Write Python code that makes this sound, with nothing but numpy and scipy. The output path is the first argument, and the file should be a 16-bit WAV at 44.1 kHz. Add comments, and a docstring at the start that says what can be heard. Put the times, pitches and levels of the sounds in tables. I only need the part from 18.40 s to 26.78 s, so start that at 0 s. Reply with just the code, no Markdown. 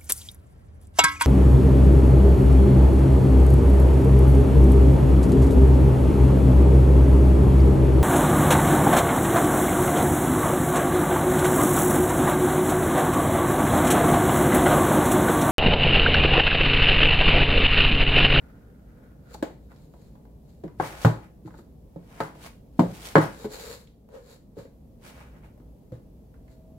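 """A small room with a low rumble, a close stereo microphone, and a stiff cardboard box handled on a table.
First the lid creeps up the tray as hands slip it off: soft card friction, then brushing skin and finger taps.
The tray is set down, the lid turned over and dropped beside it: dull knocks shaped by weight and hardness,
with hollow box booms and table modes. Card grinds and hisses over the table and fingers brush in between.
Late on the rumble sinks for a moment, and near the end a faint thin whine comes up in the background."""
import sys
import numpy as np
from scipy import signal
from scipy.fft import rfft, irfft, next_fast_len
from scipy.io import wavfile
from scipy.ndimage import map_coordinates

SR = 44100
rng = np.random.default_rng(int(sys.argv[2]) if len(sys.argv) > 2 else 0)


def int16_out(signal):
    """Quantize to a 16-bit WAV file."""
    q = np.round(np.clip(np.atleast_2d(signal).T, -1, 1) * 32767)
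    wavfile.write(sys.argv[1], SR, q.astype(np.int16))


N = 369545  # samples

# Levels stand ahead of the echoes and the recorder; spectra are relative.
# room rumble and faint hiss: [f/Hz, level/dB]
BACKGROUND = [(20, -25.5), (38, -9.5), (56, 1), (85, -12), (150, -8), (260, -13), (350, -21), (480, -19.5),
              (800, -31), (1500, -48.5), (3000, -50), (9000, -53), (13000, -48), (15500, -51)]
# left-right likeness of diffuse sound at the microphones: [f/Hz, correlation]
ALIKE = [(130, 0.98), (300, .75), (640, .45), (1400, 0), (15000, 0)]
# faint thin tone: [full at t/s, rise/s, hold/s, fall/s, level/dB]
WHINE = [(8.2, 0.29, 0.2, .1, -62)]
# snug lid scuffing up the tray: [full pressure at t/s, rise/s, hold/s, fall/s, level/dB]
CREEP = [(0.02, 0.38, 0.13, 0.42, -61), (0.66, 0.49, 0.055, 0.065, -62), (0.92, 0.14, 0, 0.084, -55),
         (1.316, 0.03, 0.002, 0.028, -53.5)]
# friction colour of lid against tray: [f/Hz, level/dB]
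SLEEVE = [(700, -3), (1100, -6.5), (1400, 1), (1900, -8), (2800, -19), (6000, -28.5)]
# fingers brushing a hollow box: [full pressure at t/s, rise/s, hold/s, fall/s, hollow level/dB, hiss level/dB]
BRUSHES = [(0.92, 0.088, 0, 0.05, -54.5, -58.5), (0.942, 0.015, 0.0045, 0.012, -58, -44.5),
           (1.35, 0.23, .09, 0.1, -66, -69.5), (1.62, 0.26, 0.013, 0.22, -64, -66),
           (2.09, 0.086, 0, .25, -88, -68), (3.062, 0.017, 0.02, 0.036, -64, -65),
           (3.185, 0.1, 0.0055, 0.048, -69, -59.5), (5.01, 0.15, .05, 0.013, -47.5, -48.5),
           (5.12, 0.035, 0.21, 0.1, -45, -43.5), (5.748, 0.0564, 0.022, 0.059, -42.5, -63.5),
           (5.885, 0.11, 0.053, 0.064, -53.5, -55.5), (6.19, 0.0313, 0, 0.085, -42, -53),
           (7.54, .02, 0, .08, -48.5, -69), (8.11, 0.071, 0.0099, .12, -68, -67.5)]
# resonances of the box's air and panels: [f/Hz, width/Hz, level/dB]
HOLLOW = [(453, 42, 7), (548, 50, 5), (953.5, 470, -11.5), (1880, 200, -22)]
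# hiss of skin on smooth card: [f/Hz, level/dB]
SKIN = [(1200, -2), (2200, -4), (3200, -8), (4200, 1.5), (5700, -9.5), (6700, -5), (7200, 0), (7900, -7),
        (8700, -11.5), (11500, -8.5), (15500, -14)]
# knocks of tray, lid and hand; a box held in the air hardly rings the table:
# [t/s, strength level/dB, bass weight level/dB, hardness f/Hz, click level/dB, table ring level/dB,
#  booms of the struck panels [f/Hz, level/dB, t60/s]]; weight, click, ring and booms are relative to strength
KNOCKS = [(0.945, -2, 7, 1100, -31.5, -16, [(839, -31.5, 0.058)]),
          (1.0262, 15.5, -20, 844, -24.5, -25, [(305, -25, 0.036), (560, -35.5, .06), (1650, -43.5, .035)]),
          (2.2376, 9, 2.5, 550, -36.5, -0.5, [(379, -34, 0.066)]),
          (2.262, -1, 4.5, 480, -40, -19, [(340, -27.5, .05)]),
          (2.399, 16, -2, 1400, -33.5, 1.5, [(770, -28.5, 0.035), (525, -36.5, .08)]),
          (2.6482, 24, 2.5, 1230, -24, 1, [(116, -28, 0.18), (155, -34, .16), (245, -34, .06),
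          (516, -38.5, .05), (849, -39, 0.063)]), (3.051, 2.5, 11.5, 297, -52, -16, [(314, -36, 0.13)]),
          (3.076, -10, -2, 1310, -27.5, -10, [(830, -29, 0.043)]),
          (3.141, -12.5, -6, 1610, -23.5, -11, [(880, -32, .05)]),
          (3.187, -15, -4, 1470, -25, -9, [(345, -24, .08)]),
          (3.5605, 3.5, -2.5, 618, -42, -13, [(169.6, -34, 0.2)]),
          (3.804, 13, -4, 1660, -22.5, 3.5, [(885, -32.5, 0.075), (690, -35.5, .06), (1280, -35.5, .06)]),
          (4.39, 11, -3, 740, -33.5, -2, [(248, -17, 0.12)]),
          (4.3939, 24.5, 3.5, 870, -31, -2, [(178, -36, 0.24), (305, -29.5, 0.072), (940, -36, .05)]),
          (4.7551, 26.5, -6.5, 1840, -28.5, 3.5, [(157, -40, 0.19), (450, -35.5, .08)]),
          (4.763, 20, -3, 1730, -31.5, -2, [(538, -29.5, .11), (187, -33.5, .12)]),
          (4.781, 22, 2, 1103, -28, -6.5, [(312, -25.5, 0.06)]),
          (5.0436, 6.5, -18, 800, -28, 1, [(212, -33.5, 0.11)]),
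          (5.053, 7.5, -1, 440, -28, -25, [(424, -26, 0.084)]),
          (6.169, 4.5, 6.5, 413, -43, -9, [(439.6, -36.5, 0.094)]),
          (6.252, -7.5, -12, 450, -27.5, 10, [(490, -28, .05)]),
          (7.198, -10.5, 2, 452, -36, -6, [(255, -40, .1)]),
          (7.521, -1, -1.5, 546.5, -32, 4.5, [(505, -31.5, 0.08), (122, -26, .12)])]
# colour of the card, stamped on every knock: [f/Hz, level/dB]
CARD = [(180, -0.5), (240, -7), (310, 1), (390, -4), (520, -0.5), (1600, 2.5), (2080, 0.5), (2450, -5.5),
        (3300, -3), (4300, 0), (5600, -8.5), (7400, -1.5), (8600, -11.5), (15500, -12)]
# modes of table and room, rung by every knock and tap: [f/Hz, level/dB, t60/s]
TABLE = [(114.6, 3.5, 0.33), (155, 7.5, .25), (311, -8, .3), (436, 4, 0.16), (544, 2, 0.27),
         (656, -2.5, .25), (847, 2.5, 0.42), (978, 7, .28), (1145, -1.5, .2), (1580, 0, 0.19),
         (2047, 8.5, 0.31)]
# decay of the room: [f/Hz, t60/s]
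ROOM = [(120, 0.5), (700, 0.28), (2000, 0.37), (5000, 0.35), (14000, 0.33)]
# light fingertip taps: [t/s, level/dB, pitch f/Hz]
TAPS = [(1.316, -10, 1000), (1.362, -24, 4030), (1.538, -4.5, 730), (1.754, -10.5, 910), (1.853, -10, 850),
        (2.279, -5, 1150), (3.059, -16, 1720), (3.107, -10, 1260), (3.952, 1.5, 684), (5.473, -20, 3610),
        (5.689, -3.5, 520), (7.177, -9.5, 599), (7.2, -20, 1250), (7.942, -17, 1390), (8.08, -19, 1856)]
# card dragged over the table: [full pressure at t/s, rise/s, hold/s, fall/s, grind level/dB, hiss level/dB]
DRAGS = [(2.405, 0.013, .04, 0.19, -40, -52), (2.445, 0.055, .02, .13, -53, -46.5),
         (2.545, 0.056, .015, .07, -49, -63), (2.63, 0.083, 0.012, .1, -46, -44),
         (2.83, 0.03, 0.01, 0.06, -54, -63.5), (3.79, .19, 0.035, 0.15, -49.5, -52.5),
         (4.04, 0.08, 0.02, 0.06, -47, -46.5), (4.42, 0.044, 0.0017, 0.079, -59, -50),
         (4.56, 0.17, 0.018, .12, -51.5, -51), (4.655, .07, .03, 0.1, -47, -43.5),
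         (4.82, 0.11, 0.015, .2, -45.5, -44.5), (6.65, 0.04, 0.045, .07, -51, -50.5),
         (6.785, 0.11, 0.028, 0.13, -49.5, -58), (6.965, 0.08, .015, 0.05, -59.5, -77),
         (7.04, 0.0297, 0.017, 0.086, -56, -72)]
# low grind of dragged card: [f/Hz, level/dB]
GRIND = [(100, -26), (300, -4), (700, 1), (1400, -3), (2300, -6.5), (3000, -13), (4500, -32.5)]
# high hiss of dragged card: [f/Hz, level/dB]
HISS = [(1200, -2.5), (2500, 7.5), (4500, 5), (6000, 3), (8000, 2.5), (12000, 0), (15500, -4.5)]
# echoes off table, boxes and wall, one list for each microphone, left then right: [delay t/s, gain]
ECHOES = [
    [(.0013, 0.15), (.0047, 0.18), (.0094, 0.22), (.0161, 0.17)],
    [(.0021, 0.12), (.0056, .3), (.0092, 0.17), (.0183, 0.14)],
]

RUMBLE_DB = -49
LULL_S, LULL_WIDTH_S, LULL_DB = 5.66, 0.63, -4  # the rumble and hiss sink once
FADE_DB = 21.5  # change over one rise or fall time; the slope carries on beyond it
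# shape of every blow: bass shelf, slope, fall above its hardness
BASS_HZ, TILT_DB_PER_OCT, SOFTNESS_DB_PER_OCT = 172, -2.5, 22
CLICK_HZ, CLICK_DB_PER_OCT = 5000, -7
TOP_HZ = 15830  # band limit of the recorder


def amp(db):
    """Decibels to gain."""
    return 10 ** (np.asarray(db) / 20)


def unit(x):
    """Scale to rms 1."""
    return x / np.sqrt(np.mean(x ** 2) + 1e-20)


def along(points, hz):
    """Read (Hz, value) points on a log frequency axis."""
    f, v = np.transpose(points)
    return np.interp(np.log(hz + 1), np.log(f + 1), v)


def filtered(x, response):
    """Multiply the spectrum of x by a response of frequency."""
    n = x.shape[-1]
    padded = next_fast_len(n + SR // 8)
    spectrum = rfft(x, padded) * response(np.fft.rfftfreq(padded, 1 / SR))
    return irfft(spectrum, padded)[..., :n]


def coloured(x, points):
    """x with this (Hz, dB) spectrum, at rms 1."""
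    return unit(filtered(x, lambda hz: amp(along(points, hz))))


def diffuse(size):
    """White stereo noise, alike in the bass and unrelated in the treble."""
    def mid_side(hz):
        turn = np.arccos(np.clip(along(ALIKE, hz), -1, 1)) / 2
        return np.array([np.cos(turn), np.sin(turn)])

    mid, side = filtered(rng.standard_normal((2, size)), mid_side)
    return np.array([mid + side, mid - side])


def wobble(rate):
    """A smooth random curve, rate knots a second."""
    knots = rng.standard_normal(int(N * rate / SR) + 4)
    return map_coordinates(knots, [np.arange(N) * rate / SR])


def swells(rows):
    """Rise, hold and fall, straight in dB, summed over the rows: one gain curve for each dB column."""
    t, gains = np.arange(N) / SR, 0
    for s, rise, hold, fall, *db in rows:
        before = np.maximum(s - t, 0) / rise
        after = np.maximum(t - s - hold, 0) / fall
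        gains = gains + np.outer(amp(db), amp(-FADE_DB * (before + after)))
    return gains


def background(whine_hz=641):
    """Room rumble and faint hiss that sink for a moment, and a thin whine of unsteady pitch near the end."""
    t = np.arange(N) / SR
    lull = np.exp(-((t - LULL_S) / LULL_WIDTH_S) ** 2)
    rumble = amp(RUMBLE_DB + LULL_DB * lull) * coloured(diffuse(size=N), BACKGROUND)
    pitch = whine_hz + 2.36 * wobble(14)
    whine = np.sin(2 * np.pi * np.cumsum(pitch) / SR)
    return rumble + swells(WHINE) * unit(whine)


def friction(grain_db, unsteady_db):
    """Noise of fibres catching and letting go under an uneven hand."""
    return diffuse(size=N) * amp(grain_db * wobble(500) + unsteady_db * wobble(40))


def creep():
    """The walls of lid and tray rub softly until they part."""
    return swells(CREEP) * coloured(friction(grain_db=2.5, unsteady_db=1.8), SLEEVE)


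def box_response(f):
    """The hollow of the box as resonances of alternating sign."""
    total = 0
    for k, (centre, width, db) in enumerate(HOLLOW):
        damping = 1j * f * width
        total = total + (-1) ** k * amp(db) * damping / (centre ** 2 - f ** 2 + damping)
    return total


def brushes():
    """Skin hisses on the smooth card and wakes the hollow of the box."""
    hollow, hiss = swells(BRUSHES)
    low = hollow * unit(filtered(friction(grain_db=1.5, unsteady_db=0.7), box_response))
    high = hiss * coloured(friction(grain_db=2.2, unsteady_db=1.3), SKIN)
    return (low + high) * amp([[.8], [-.8]])  # a little to the left


def highpass(x, hz):
    """Cut the bass below hz."""
    return signal.sosfilt(signal.butter(2, hz, "high", fs=SR, output="sos"), x)


def causal(points, size=4096):
    """The minimum-phase pulse that has this (Hz, dB) spectrum."""
    cepstrum = irfft(np.log(amp(along(points, np.fft.rfftfreq(size, 1 / SR)))))
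    # folding the cepstrum forward in time leaves no sound ahead of the contact
    cepstrum[1:size // 2] *= 2
    cepstrum[size // 2 + 1:] = 0
    return irfft(np.exp(rfft(cepstrum)))


def add(track, s, sound):
    """Mix a sound in at time s."""
    part = track[:, max(round(s * SR), 0):][:, :sound.shape[-1]]
    part += sound[:, :part.shape[-1]]


def dying(t, t60s):
    """Stereo noise of energy 1 that builds up softly and whose bands die at their own speeds."""
    hz, s, z = signal.stft(diffuse(size=len(t)), SR, nperseg=256)
    decay = amp(-60 * s / along(t60s, hz)[:, None])
    tail = signal.istft(z * decay, SR, nperseg=256)[1][:, :len(t)]
    return unit(tail * (1 - np.exp(-t / 0.0075))) / np.sqrt(len(t))


def spread(t, table_db, direct_db, panel_db, panel_t60, room_db):
    """What one contact becomes: a direct click, the brief flutter of the panels, the table's modes and the room."""
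    flutter = unit(diffuse(size=len(t)) * amp(-60 * t / panel_t60)) / np.sqrt(len(t))
    dense = amp(panel_db) * flutter + amp(room_db) * dying(t, ROOM)
    dense[:, 0] += amp(direct_db)
    # in the bass the resonances are few and stand apart
    answer = highpass(dense, 170)
    for hz, db, t60 in TABLE:
        height = 2 * np.log(1000) / (t60 * SR)  # long and short modes peak alike in the spectrum
        # shorter waves reach the two microphones further out of step
        phase = rng.standard_normal((2, 1)) * hz / 900
        level = table_db + db + rng.normal(0, 1)  # each contact excites a mode a little differently
        answer += height * amp(level - 60 * t / t60) * np.cos(2 * np.pi * hz * t + phase)
    return answer


def blow(weight_db, hardness_hz, click_db):
    """Spectrum of a contact: a heavy one has more bass, a soft one ends lower, and a thin click lies on top."""
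    hz = np.geomspace(45, TOP_HZ, num=60)
    weight = weight_db / (1 + (hz / BASS_HZ) ** 4)
    small_box = -10 * np.log10(1 + (105 / hz) ** 6)  # a small box radiates little deep bass
    tilt = TILT_DB_PER_OCT * np.log2(hz / 500)
    soft = -10 * np.log10(0.5 + (hz / hardness_hz) ** (SOFTNESS_DB_PER_OCT / (10 * np.log10(2))))
    push = amp(weight + small_box + tilt + soft)
    # the click slopes only between 2400 Hz and CLICK_HZ
    click = amp(click_db + CLICK_DB_PER_OCT * np.log2(np.clip(hz, 2400, CLICK_HZ) / CLICK_HZ))
    return np.column_stack([hz, 20 * np.log10(np.hypot(push, click))])


def knocks(boom_rise_s=0.0013, left_db=1.5):
    """Each contact has its own hardness and sets a few panels of the struck box booming for some cycles."""
    out, t = np.zeros((2, N)), np.arange(SR // 2) / SR
    card = causal(CARD)
    for s, db, weight_db, hardness_hz, click_db, table_db, booms in KNOCKS:
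        pulse = signal.fftconvolve(causal(blow(weight_db, hardness_hz, click_db)), card)
        answer = spread(t, table_db, direct_db=-10.5, panel_db=0.5, panel_t60=0.07, room_db=-4.5)
        sound = signal.fftconvolve(answer, pulse[None], axes=1)[:, :len(t)]
        for boom_hz, boom_db, boom_t60 in booms:
            swing = amp(boom_db - 60 * t / boom_t60) * (1 - np.exp(-t / boom_rise_s))
            sound = sound + highpass(swing * np.sin(2 * np.pi * boom_hz * t), 0.48 * boom_hz)
        add(out, s, amp(db) * sound)

    # the boxes lie a little to the left, which shows above the bass
    def lean(hz):
        return amp(np.array([[left_db], [-left_db]]) * hz ** 2 / (hz ** 2 + 700 ** 2))

    return filtered(highpass(out, 90), lean)


def taps(skirt_db=-18):
    """A fingertip landing on card gives a small tick around one pitch."""
    out, t = np.zeros((2, N)), np.arange(SR // 4) / SR
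    for s, db, hz in TAPS:
        far_db = db + 2 * skirt_db
        pulse = causal([(hz / 8, far_db), (hz / 2, db + skirt_db / 2), (hz, db),
                        (2 * hz, db + skirt_db), (8 * hz, far_db)])
        answer = spread(t, table_db=2.0, direct_db=-14.5, panel_db=-4.0, panel_t60=0.029, room_db=-7.5)
        add(out, s, signal.fftconvolve(answer, pulse[None], axes=1))
    return out


def drags():
    """Card edges grind and hiss over the table top, grainy but even in pressure."""
    grind, hiss = swells(DRAGS)
    low = grind * coloured(friction(grain_db=2.5, unsteady_db=1.2), GRIND)
    high = hiss * coloured(friction(grain_db=2.4, unsteady_db=1.7), HISS)
    return (low + high) * amp([[.3], [-.3]])  # barely to the left


def echoed(x):
    """Nearby surfaces return short echoes, which comb everything above the bass."""
    def comb(hz):
        rows = [sum(gain * np.exp(-2j * np.pi * hz * delay) for delay, gain in side) for side in ECHOES]
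        echoes = np.array(rows) * hz ** 2 / (hz ** 2 + 500 ** 2)
        trim = np.sqrt(1 + 0.6 * hz ** 2 / (hz ** 2 + 700 ** 2))  # up to 2 dB less above the bass
        return (1 + echoes) / trim

    return filtered(x, comb)


def scene(rub_room_db=-8.5):
    """All the handling, with its near echoes, over the room's background."""
    rubs = creep() + brushes() + drags()
    tail = signal.fftconvolve(rubs, dying(np.arange(SR // 2) / SR, ROOM), axes=1)[:, :N]
    handling = knocks() + taps() + rubs + amp(rub_room_db) * tail
    return background() + echoed(handling)


def record(dry):
    """The recorder rounds off the highest peaks and keeps nothing above its band limit."""
    rounded = dry / (1 + np.abs(dry) ** 6) ** (1 / 6)
    return filtered(rounded, lambda hz: hz < TOP_HZ)


dry = scene()
out = record(dry)
int16_out(out)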